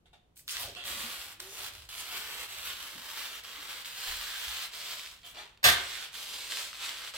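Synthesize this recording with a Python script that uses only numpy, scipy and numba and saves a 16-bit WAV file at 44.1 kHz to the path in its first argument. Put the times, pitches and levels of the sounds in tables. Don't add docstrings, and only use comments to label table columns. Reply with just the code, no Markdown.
import sys
import numpy as np
from scipy import signal
from scipy.fft import rfft, irfft, next_fast_len
from scipy.io import wavfile
from scipy.ndimage import map_coordinates
from numba import njit

SR = 44100
rng = np.random.default_rng(int(sys.argv[2]) if len(sys.argv) > 2 else 0)


def wav_out(sig):
    wavfile.write(sys.argv[1], SR, np.round(np.clip(np.atleast_2d(sig).T, -1, 1) * 32767).astype(np.int16))


N = 316230

# frequency in Hz, time to fade by 60 dB in seconds.
ROOM_FADE = [(100, 0.36), (500, 0.52), (3000, 0.46), (6000, 0.32), (12000, 0.24)]
# frequency in Hz, gain of the left-right difference in dB.
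WIDTH = [(60, -14), (250, -5), (700, -1), (2000, 1.5), (6500, 1)]
TOP_HZ = 16000

# frequency in Hz, relative level in dB per Hz.
RUMBLE_COLOUR = [(20, -35), (45, 5), (70, 3.5), (110, -2.5), (200, -24), (600, -59), (1500, -120)]
# frequency in Hz, relative level in dB per Hz.
HISS_COLOUR = [(100, 0), (260, -5), (600, -12), (1200, -19), (1800, -26), (3500, -26), (5000, -31),
               (13000, -37), (16000, -44)]
HISS_DB = -69
# pitch in Hz before it wavers, level in dB.
HUM = [(48.4, -77), (170, -84)]

# frequency in Hz, relative level in dB per Hz.
FOOTING_COLOUR = [(20, -25), (45, -1), (68, 3.5), (110, -3), (200, -29), (600, -58)]
# middle in seconds, half length in seconds,
# level in dB.
SHIFTS = [(0.654, 0.099, -59), (0.947, 0.13, -60.5), (1.22, 0.097, -68), (1.772, 0.27, -64),
          (2.6, 0.32, -68)]
# start in seconds, level in dB before the soft attack,
# pitch in Hz before it is blurred, time to fade by 60 dB in seconds.
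KNOCKS = [(1.035, -42, 231.7, 0.19), (2.95, -48.5, 234, 0.21), (3.58, -52, 295.8, 0.2),
          (4.07, -50, 35.01, 0.84), (4.09, -49, 64, 0.48), (4.47, -47.5, 65.7, .35)]
# pitch in Hz before it is blurred,
# level in dB before the soft attack, time to fade by 60 dB in seconds.
PANEL = [(65.9, -41, 0.63), (96.5, -39, 0.45), (142, -43, 0.29), (386, -45, 0.69)]

# frequency in Hz, relative level in dB per Hz.
SLACK_COLOUR = [(150, -26), (500, -5), (1250, -2.5), (1900, 0.5), (3400, 2), (4400, -1.5), (5500, -11),
                (7500, -9), (16000, -24)]
# start in seconds, level in dB, rise in seconds,
# time to fade by 60 dB in seconds, hollow note in Hz, its level against the crinkle in dB,
# crisp ring in Hz, its level against the crinkle in dB.
FLEXES = [(0.056, -62, 0.0015, 0.15, 727, -14, 3560, -14), (.128, -55.5, 0.0045, 0.19, 710, 0, 3560, -5),
          (0.751, -42, 0.017, 0.6, 710, -19, 2660, -7), (5.226, -47, 0.017, 0.49, 1252, -20, 3214, 5),
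          (5.355, -41.5, 0.037, 0.23, 878, -5.5, 3400, -13)]

# time in seconds, pitch in Hz before it trembles.
SQUEAL_PITCH = [(1.37, 320), (1.43, 364), (1.55, 418), (1.65, 356)]
SQUEAL_START_S, SQUEAL_END_S, SQUEAL_RISE_S, SQUEAL_T60_S = 1.365, 1.46, 0.06, 0.85
# middle in seconds, half length in seconds, level in dB.
STRETCHES = [(.83, .06, -49), (2.695, 0.043, -50), (4.12, .11, -48), (4.45, 0.2, -47)]
# start in seconds, end in seconds, first pitch in Hz,
# last pitch in Hz, level in dB before the rise and fade.
STRIP_NOTES = [(0.533, 0.694, 1720, 560, -53), (0.702, .77, 680, 432, -63), (0.832, 0.993, 744, 262, -61)]

# frequency in Hz, relative level in dB per Hz.
YANK_COLOUR = [(71, -49), (120, -9), (217, -15.5), (392, -9.5), (481, -12), (769, -6.5), (925, -2),
               (1340, 0), (1570, 7), (2010, -0.5), (4020, -3.5), (5200, -8.5), (7000, -8.5), (10500, -12),
               (14000, -11), (15800, -22)]
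# centre in Hz, width in Hz, relative level in dB.
TAUT_RINGS = [(772.5, 137, 4.5), (1609, 117, 9), (3400, 870, 5), (4230, 270, -11)]
YANK_S, YANK_ONSET_S, YANK_HOLD_S, YANK_T60_S, CRACK_T60_S = 5.6395, 0.01024, 0.058, 0.17, 0.044
YANK_DB, YANK_SAG_DB, CRACK_DB, ONSET_DB = -16.5, -3, -17.5, -24

# middle in seconds, half length in seconds, level in dB, centre in Hz.
FLURRIES = [(0.511, 0.023, -36.5, 6700), (0.617, 0.031, -38.5, 13100), (0.882, 0.025, -48, 12970),
            (1.189, 0.069, -54, 6500), (1.53, 0.07, -48, 6440), (1.992, 0.025, -42, 8010),
            (2.391, 0.029, -58, 12460), (2.65, .018, -44, 12540), (2.882, 0.088, -58, 7006),
            (6.888, 0.019, -62, 11970), (7.153, 0.017, -49, 8530)]
# frequency in Hz, relative level in dB per Hz.
TAPE_COLOUR = [(71, -58), (120, -48), (150, -24), (392, -13), (491, -10.5), (785, -10), (1280, -5),
               (2220, -5), (3210, -2), (4400, -6), (6700, -15), (7730, -12), (10900, -19.5), (14300, -18.5),
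               (15800, -23)]
# time in seconds, peak in dB before a shared gain and bass cut,
# treble in dB before a shared lift.
SLIPS = [(.369, -43, -4), (.394, -43, -6), (.479, -25, -2), (.4875, -27, -6), (.4935, -26, -8),
         (.568, -23, -14), (.6305, -27, -2), (.7498, -32, -3), (.8385, -31, -10), (.853, -27, -9),
         (1.4015, -23.5, 0), (1.852, -41, -4), (1.89, -33, -6), (1.928, -32, -12), (1.941, -34, -12),
         (1.9797, -28, -4), (2.4862, -33, -8), (2.585, -30, -9), (2.6542, -30, -4), (2.827, -31, -9),
         (3.344, -34, -10), (3.437, -33, -5), (3.4495, -32, -8), (3.561, -32, -11), (3.7073, -31, -11),
         (3.847, -27, -9), (3.857, -28, -8), (4.7348, -33, -9), (4.8063, -30, -11), (4.9945, -29, -15),
         (5.0335, -31, -15), (5.061, -30, -18), (5.0718, -30, -18), (5.232, -41, -18), (5.2545, -38, -18),
         (5.5745, -46, -13), (6.153, -31, -12), (6.521, -25, -15), (6.5715, -25, -14), (6.73, -28, -10),
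         (6.892, -26, -8), (7.019, -28, -18), (7.0755, -31, -16), (7.1378, -28, -14)]

# start in seconds, end in seconds,
# level in dB before tugs and mixing, swell by the end in dB, rise in seconds,
# time to fade by 60 dB in seconds, then sizzle, bite and body in dB before shared offsets.
PULLS = [(0.352, 0.403, -66.5, -2.5, 0.02, 0.092, 17.5, -15, 4),
         (0.474, 0.621, -43.5, 0.5, 0.018, 0.42, -2.5, 8.5, -2),
         (0.831, 1.331, -39.5, -11, 0.05, 0.09, -2, -1.5, -0.5),
         (1.394, 1.68, -48, 5, 0.0037, 0.098, -1, -0.5, 1),
         (1.721, 1.818, -50, -5, 0.014, 0.35, -2, 3.5, 4.5),
         (1.886, 2.443, -46, 6, 0.0055, 0.11, -2, -0.5, -1.5),
         (2.475, 3.389, -45, 1, 0.023, 0.11, -1.5, 0, -0.5),
         (3.428, 3.818, -45.5, 2, 0.011, 0.081, -2.5, 1, -1),
         (3.846, 4.652, -40, 1.3, 0.0041, 0.13, 0, 0.5, -4.5),
         (4.71, 5.049, -42.5, -4, 0.023, 0.52, 1.5, 4, -1),
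         (5.235, 5.298, -55, 2.5, 0.017, 0.17, 5.5, -4, 4.5),
         (5.326, 5.397, -50, -0.5, 0.026, 0.49, -5, -1, 6.5),
         (5.736, 6.055, -41.5, -1, 0.033, 0.13, -0.5, 2.5, -1.5),
         (6.113, 6.692, -43.5, -3, 0.037, 0.19, 4, 6, 0), (6.733, 7.092, -43, -1, 0.0034, 0.15, 0, 2, -1.5),
         (7.138, 7.175, -42, 1, 0.0031, 0.13, -3, 6.5, 5.5)]
# middle in seconds,
# half length in seconds, change of force in dB.
TUGS = [(1.073, 0.2, 5), (1.504, 0.041, -4), (1.663, 0.052, 2.5), (2.002, 0.019, 6), (2.062, 0.019, 0),
        (2.159, 0.054, 4.5), (2.552, 0.064, 2), (2.679, 0.046, 5.5), (2.971, 0.074, -3),
        (3.206, 0.063, 5.5), (3.717, 0.032, 3.5), (3.922, 0.054, -6), (4.081, 0.064, 1.5),
        (4.917, 0.05, 3.5), (5.939, 0.035, 2.5), (6.515, 0.018, 6), (6.588, 0.04, 7), (6.762, 0.042, -4),
        (6.855, 0.061, 5)]
SET_OFF_S, RECEDE_S = 0.86, 7
SIZZLE_DB, SIZZLE_LOSS_DB, BODY_DB, BODY_LOSS_DB = 10, 6.5, -0.5, 1.5
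STEADY_PULL_DB = -43
RASP_DB, TICKS_DB = -2, -4.5


def amp(db):
    return 10 ** (np.asarray(db) / 20)


def unit(x):
    return x / np.sqrt(np.mean(x ** 2) + 1e-20)


def along(points, hz):
    f, v = np.transpose(points)
    return np.interp(np.log(hz + 1), np.log(f + 1), v)


def curves(rows):
    s, *columns = np.transpose(rows)
    return [np.interp(np.arange(N) / SR, s, column) for column in columns]


def wobble(rate):
    points = rng.standard_normal(int(N * rate / SR) + 4)
    return map_coordinates(points, [np.arange(N) * rate / SR])


def envelope(start, end, rise, t60, swell_db=0):
    t = np.arange(N) / SR
    held = np.clip((t - start) / max(end - start, 1e-3), 0, 1)
    fade_db = 60 * np.maximum(t - end, 0) / t60
    return np.clip((t - start) / rise, 0, 1) * amp(swell_db * held - fade_db)


def swell(middle, half):
    return np.exp(-np.minimum(((np.arange(N) / SR - middle) / half) ** 2, 50))


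def add(track, s, sound):
    part = track[max(round(s * SR), 0):][:len(sound)]
    part += sound[:len(part)]


def filtered(x, gain):
    m = next_fast_len(N + SR // 2)
    return irfft(rfft(x, m) * gain(np.fft.rfftfreq(m, 1 / SR)), m)[..., :N]


def coloured(x, points, size=4096):
    cepstrum = irfft(np.log(amp(along(points, np.fft.rfftfreq(size, 1 / SR)))))
    cepstrum[1:size // 2] *= 2
    cepstrum[size // 2 + 1:] = 0
    return signal.fftconvolve(x, irfft(np.exp(rfft(cepstrum))))[:len(x)]


def band(x, edge_hz, kind):
    edge = min(edge_hz, SR / 2 - 1)
    return signal.sosfiltfilt(signal.butter(2, edge, kind, fs=SR, output="sos"), x)


def ringing(x, modes):
    def gain(f):
        total = 0
        for k, (centre, width, db) in enumerate(modes):
            peak = 1j * f * width / (centre * centre - f * f + 1j * f * width)
            total = total + (-1) ** k * amp(db) * peak
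        return total
    return filtered(x, gain)


@njit
def resonator(x, angle, radius):
    y = np.zeros(len(x))
    for i in range(2, len(x)):
        memory = 2 * radius * np.cos(angle[i]) * y[i - 1] - radius * radius * y[i - 2]
        y[i] = x[i] * np.sin(angle[i]) + memory
    return y


def crackle(rate, spread_db):
    breaks = rng.random(N) < rate / SR
    size = amp(spread_db * np.minimum(rng.standard_normal(N), 2.4))
    return unit(breaks * size * rng.choice([-1, 1], N) / np.sqrt(rate))


def narrowed(pair, side_db):
    mid = (pair[0] + pair[1]) / 2
    side = filtered((pair[0] - pair[1]) / 2, lambda hz: amp(side_db(hz)))
    return np.array([mid + side, mid - side])


def path_from(lag_ms, early_db, early_t60, wet_db, dull=0.017):
    hz, t, z = signal.stft(rng.standard_normal((2, SR // 2)), SR, nperseg=256)
    fade = amp(-60 * t / along(ROOM_FADE, hz)[:, None])
    tail = signal.istft(z * fade, SR, nperseg=256)[1]
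    t = np.arange(tail.shape[1]) / SR
    tail *= np.clip(t / 0.01, 0, 1)
    sparse = rng.random(tail.shape) < .1
    early = rng.standard_normal(tail.shape) * sparse * amp(-60 * t / early_t60)
    early /= np.linalg.norm(early, axis=1, keepdims=True)
    echoes = amp(early_db) * early + amp(wet_db) * tail / np.linalg.norm(tail[0])
    echoes = signal.lfilter([1 - dull], [1, -dull], echoes)
    ear_delay = np.array([[lag_ms], [-lag_ms]]) / 2000
    direct = np.sinc((t - .0005 - ear_delay) * SR)
    return (direct + echoes) / np.sqrt(1 + amp(early_db) ** 2 + amp(wet_db) ** 2)


def placed(x, lag_ms, early_db, early_t60, wet_db, drift_ms=0, count=1):
    out, place = np.zeros((2, N + SR)), np.linspace(0, count - 1, N)
    for k in range(count):
        near = np.arange(*np.searchsorted(place, [k - 1, k + 1]))
        share = np.cos(np.pi / 2 * (place[near] - k))
        path = path_from(lag_ms + drift_ms * k / count, early_db, early_t60, wet_db)
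        heard = signal.fftconvolve((x[near] * share)[None], path, axes=1)
        out[:, near[0]:near[0] + heard.shape[1]] += heard
    return out[:, :N]


def room_tone(rumble_db=-73.5):
    hiss = np.array([unit(coloured(rng.standard_normal(N), HISS_COLOUR)) for _ in range(2)])
    rumble = unit(coloured(rng.standard_normal(N), RUMBLE_COLOUR))
    hum = np.zeros(N)
    for hz, db in HUM:
        phase = 2 * np.pi * hz * np.arange(N) / SR + .5 * wobble(3.6)
        hum += amp(db) * unit(np.sin(phase))
    return amp(HISS_DB) * hiss + amp(rumble_db) * rumble + hum


def shuffle():
    rumble = unit(coloured(rng.standard_normal(N), FOOTING_COLOUR))
    return rumble * sum(amp(db) * swell(s, half) for s, half, db in SHIFTS)


def thumps(attack=0.008, blur=0.89):
    track, t = np.zeros(N), np.arange(SR) / SR
    panel_blows = [(YANK_S, db, hz, t60) for hz, db, t60 in PANEL]
    for s, db, hz, t60 in list(KNOCKS) + panel_blows:
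        phase = 2 * np.pi * hz * t + blur * wobble(hz / 2)[:SR]
        add(track, s, np.sin(phase) * amp(db - 60 * t / t60) * (1 - np.exp(-t / attack)))
    return track


def flexes(hollow_width_hz=110, crisp_width_hz=240):
    crinkle, out = unit(coloured(crackle(2100, 1.5), SLACK_COLOUR)), np.zeros(N)
    for s, db, rise, t60, hollow_hz, hollow_db, crisp_hz, crisp_db in FLEXES:
        hollow = unit(ringing(crinkle, [(hollow_hz, hollow_width_hz, 0)]))
        crisp = unit(ringing(crinkle, [(crisp_hz, crisp_width_hz, 0)]))
        bend = unit(crinkle + amp(hollow_db) * hollow + amp(crisp_db) * crisp)
        out += amp(db) * envelope(s, s + rise, rise, t60) * bend
    return out


def squeal(jitter=0.018, octave_db=-15, level_db=-58.5):
    hz, = curves(SQUEAL_PITCH)
    phase = 2 * np.pi * np.cumsum(hz * (1 + jitter * wobble(130))) / SR
    tone = unit(np.sin(phase) + amp(octave_db) * np.sin(2 * phase))
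    level = envelope(SQUEAL_START_S, SQUEAL_END_S, SQUEAL_RISE_S, SQUEAL_T60_S)
    return tone * level * amp(level_db + 2.3 * wobble(59.6))


def sing(hz=3330, width_hz=480):
    narrow = ringing(crackle(5000, 1.5), [(hz, width_hz, 0)])
    note = unit(ringing(narrow, [(hz, 3 * width_hz, 0)]))
    return note * sum(amp(db) * swell(s, half) for s, half, db in STRETCHES)


def strip(width_hz=360, rise=0.025, t60=0.19):
    t, radius, out = np.arange(N) / SR, np.exp(-np.pi * width_hz / SR), np.zeros(N)
    for start, end, from_hz, to_hz, db in STRIP_NOTES:
        hz = from_hz * (to_hz / from_hz) ** np.clip((t - start) / (end - start), 0, 1)
        angle = 2 * np.pi * hz / SR
        note = resonator(resonator(crackle(2500, 2.6), angle, radius), angle, radius)
        out += unit(band(note, 180, "high")) * amp(db) * envelope(start, end, rise, t60)
    return out


def yank(ring_db=-8, rise=0.0011, ragged_db=2.6):
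    onset_s = YANK_S - YANK_ONSET_S
    onset = amp(ONSET_DB) * envelope(onset_s, onset_s, rise, CRACK_T60_S)
    crack = amp(CRACK_DB) * envelope(YANK_S, YANK_S, rise, CRACK_T60_S)
    hold = amp(YANK_DB) * envelope(YANK_S, YANK_S + YANK_HOLD_S, rise, YANK_T60_S, YANK_SAG_DB)
    level = (onset + crack + hold) * amp(ragged_db * wobble(140))
    snaps = crackle(10000, 2.0)
    tear = unit(coloured(snaps, YANK_COLOUR))
    ring = unit(ringing(snaps, TAUT_RINGS))
    return unit(tear + amp(ring_db) * ring) * level


def flurries(rate=1400, spread_db=3, width_hz=4500):
    snaps, out = band(crackle(rate, spread_db), 2900, "high"), np.zeros(N)
    for s, half, db, hz in FLURRIES:
        out += unit(ringing(snaps, [(hz, width_hz, 0)])) * amp(db) * swell(s, half)
    return out


def slips(gain_db=1, t60=.009, fray=.4, treble_db=10):
    track, t = np.zeros(N), np.arange(SR // 20) / SR
    for s, db, bright_db in SLIPS:
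        threads = fray * rng.standard_normal(len(t)) * amp(-60 * t / t60)
        tick = coloured((t == 0) + threads, TAPE_COLOUR)
        tick = tick + band(tick, 4500, "high") * (amp(bright_db + treble_db) - 1)
        add(track, s, amp(db + gain_db) * tick / np.abs(tick).max())
    return band(track, 1100, "high")


def hand(flutter_db=0.35):
    pull = np.zeros(N)
    for start, end, db, swell_db, rise, t60, *_ in PULLS:
        pull += amp(db) * envelope(start, end, rise, t60, swell_db)
    force_db = sum(db * swell(s, half) for s, half, db in TUGS) + flutter_db * wobble(55)
    starts, *_, sizzle, bite, body = np.transpose(PULLS)
    current = np.maximum(np.searchsorted(starts, np.arange(N) / SR) - 1, 0)
    return pull * amp(force_db), sizzle[current], bite[current], body[current]


def peeled(pull):
    return np.cumsum(np.minimum(pull / amp(STEADY_PULL_DB), 1)) / SR


def stick_slip(rate, jitter, spread_db):
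    turns = np.floor(np.cumsum(rate * np.exp(jitter * wobble(240))) / SR)
    jumps = np.diff(turns, prepend=0)
    size = amp(spread_db * np.minimum(rng.standard_normal(N), 1.7))
    return unit(jumps * size * rng.choice([-1, 1], N) / np.sqrt(rate))


def glue(pull, rate=3000, spread_db=2.5, slip_rate=230, jitter=.5, slip_spread_db=4.0):
    speed = np.clip(pull / amp(STEADY_PULL_DB), amp(-13.5), amp(3.5))
    return crackle(rate * speed, spread_db), stick_slip(slip_rate * speed, jitter, slip_spread_db)


def peel(breaks, pull, sizzle, bite, body, bite_db=1, stub_s=0.036):
    far = np.clip((np.arange(N) / SR - SET_OFF_S) / RECEDE_S, 0, 1)
    rasp = unit(coloured(breaks, TAPE_COLOUR))
    treble, bass = band(rasp, 6970, "high"), band(rasp, 880, "low")
    edge = band(rasp - treble, 4050, "high")
    more_sizzle = treble * (amp(sizzle + SIZZLE_DB - SIZZLE_LOSS_DB * far) - 1)
    more_body = bass * (amp(body + BODY_DB - BODY_LOSS_DB * far) - 1)
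    more_bite = edge * (amp(bite + bite_db) - 1)
    rasp = rasp + more_sizzle + more_body + more_bite
    stub = np.exp(-(peeled(pull) / stub_s) ** 4)
    return ((1 - stub) * rasp + stub * band(rasp, 1000, "high")) * pull


def scene():
    pull, *colour = hand()
    rasp, ticks = (peel(breaks, pull, *colour) for breaks in glue(pull))
    soft_tape = amp(RASP_DB) * rasp + flexes() + flurries() + sing()
    tape = placed(soft_tape, lag_ms=0.095, drift_ms=-0.072,
                  early_db=5.5, early_t60=0.072, wet_db=-.5, count=40)
    tape = tape + placed(amp(TICKS_DB) * ticks, lag_ms=0.091, drift_ms=-0.066,
                         early_db=1, early_t60=0.061, wet_db=0, count=16)
    tape = tape + placed(slips() + strip(), lag_ms=0.16, drift_ms=-0.23,
                         early_db=-6, early_t60=.04, wet_db=-5, count=8)
    tape = narrowed(tape, lambda hz: along([(6900, -2.5), (7700, -25.5)], hz))
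    snap = placed(yank(), lag_ms=-0.23, early_db=4.0, early_t60=0.043, wet_db=0.5)
    snap = narrowed(snap, lambda hz: along([(6000, -2.5), (7500, -9)], hz))
    small = placed(thumps() + squeal() + shuffle(), lag_ms=.06,
                   early_db=-4, early_t60=0.035, wet_db=-14.5)
    return tape + snap + small + room_tone()


def record(dry):
    pair = narrowed(dry, lambda hz: along(WIDTH, hz)) * amp([[-.3], [.3]])
    return filtered(pair, lambda hz: 1 / (1 + (hz / TOP_HZ) ** 200))


dry = scene()
out = record(dry)
wav_out(out)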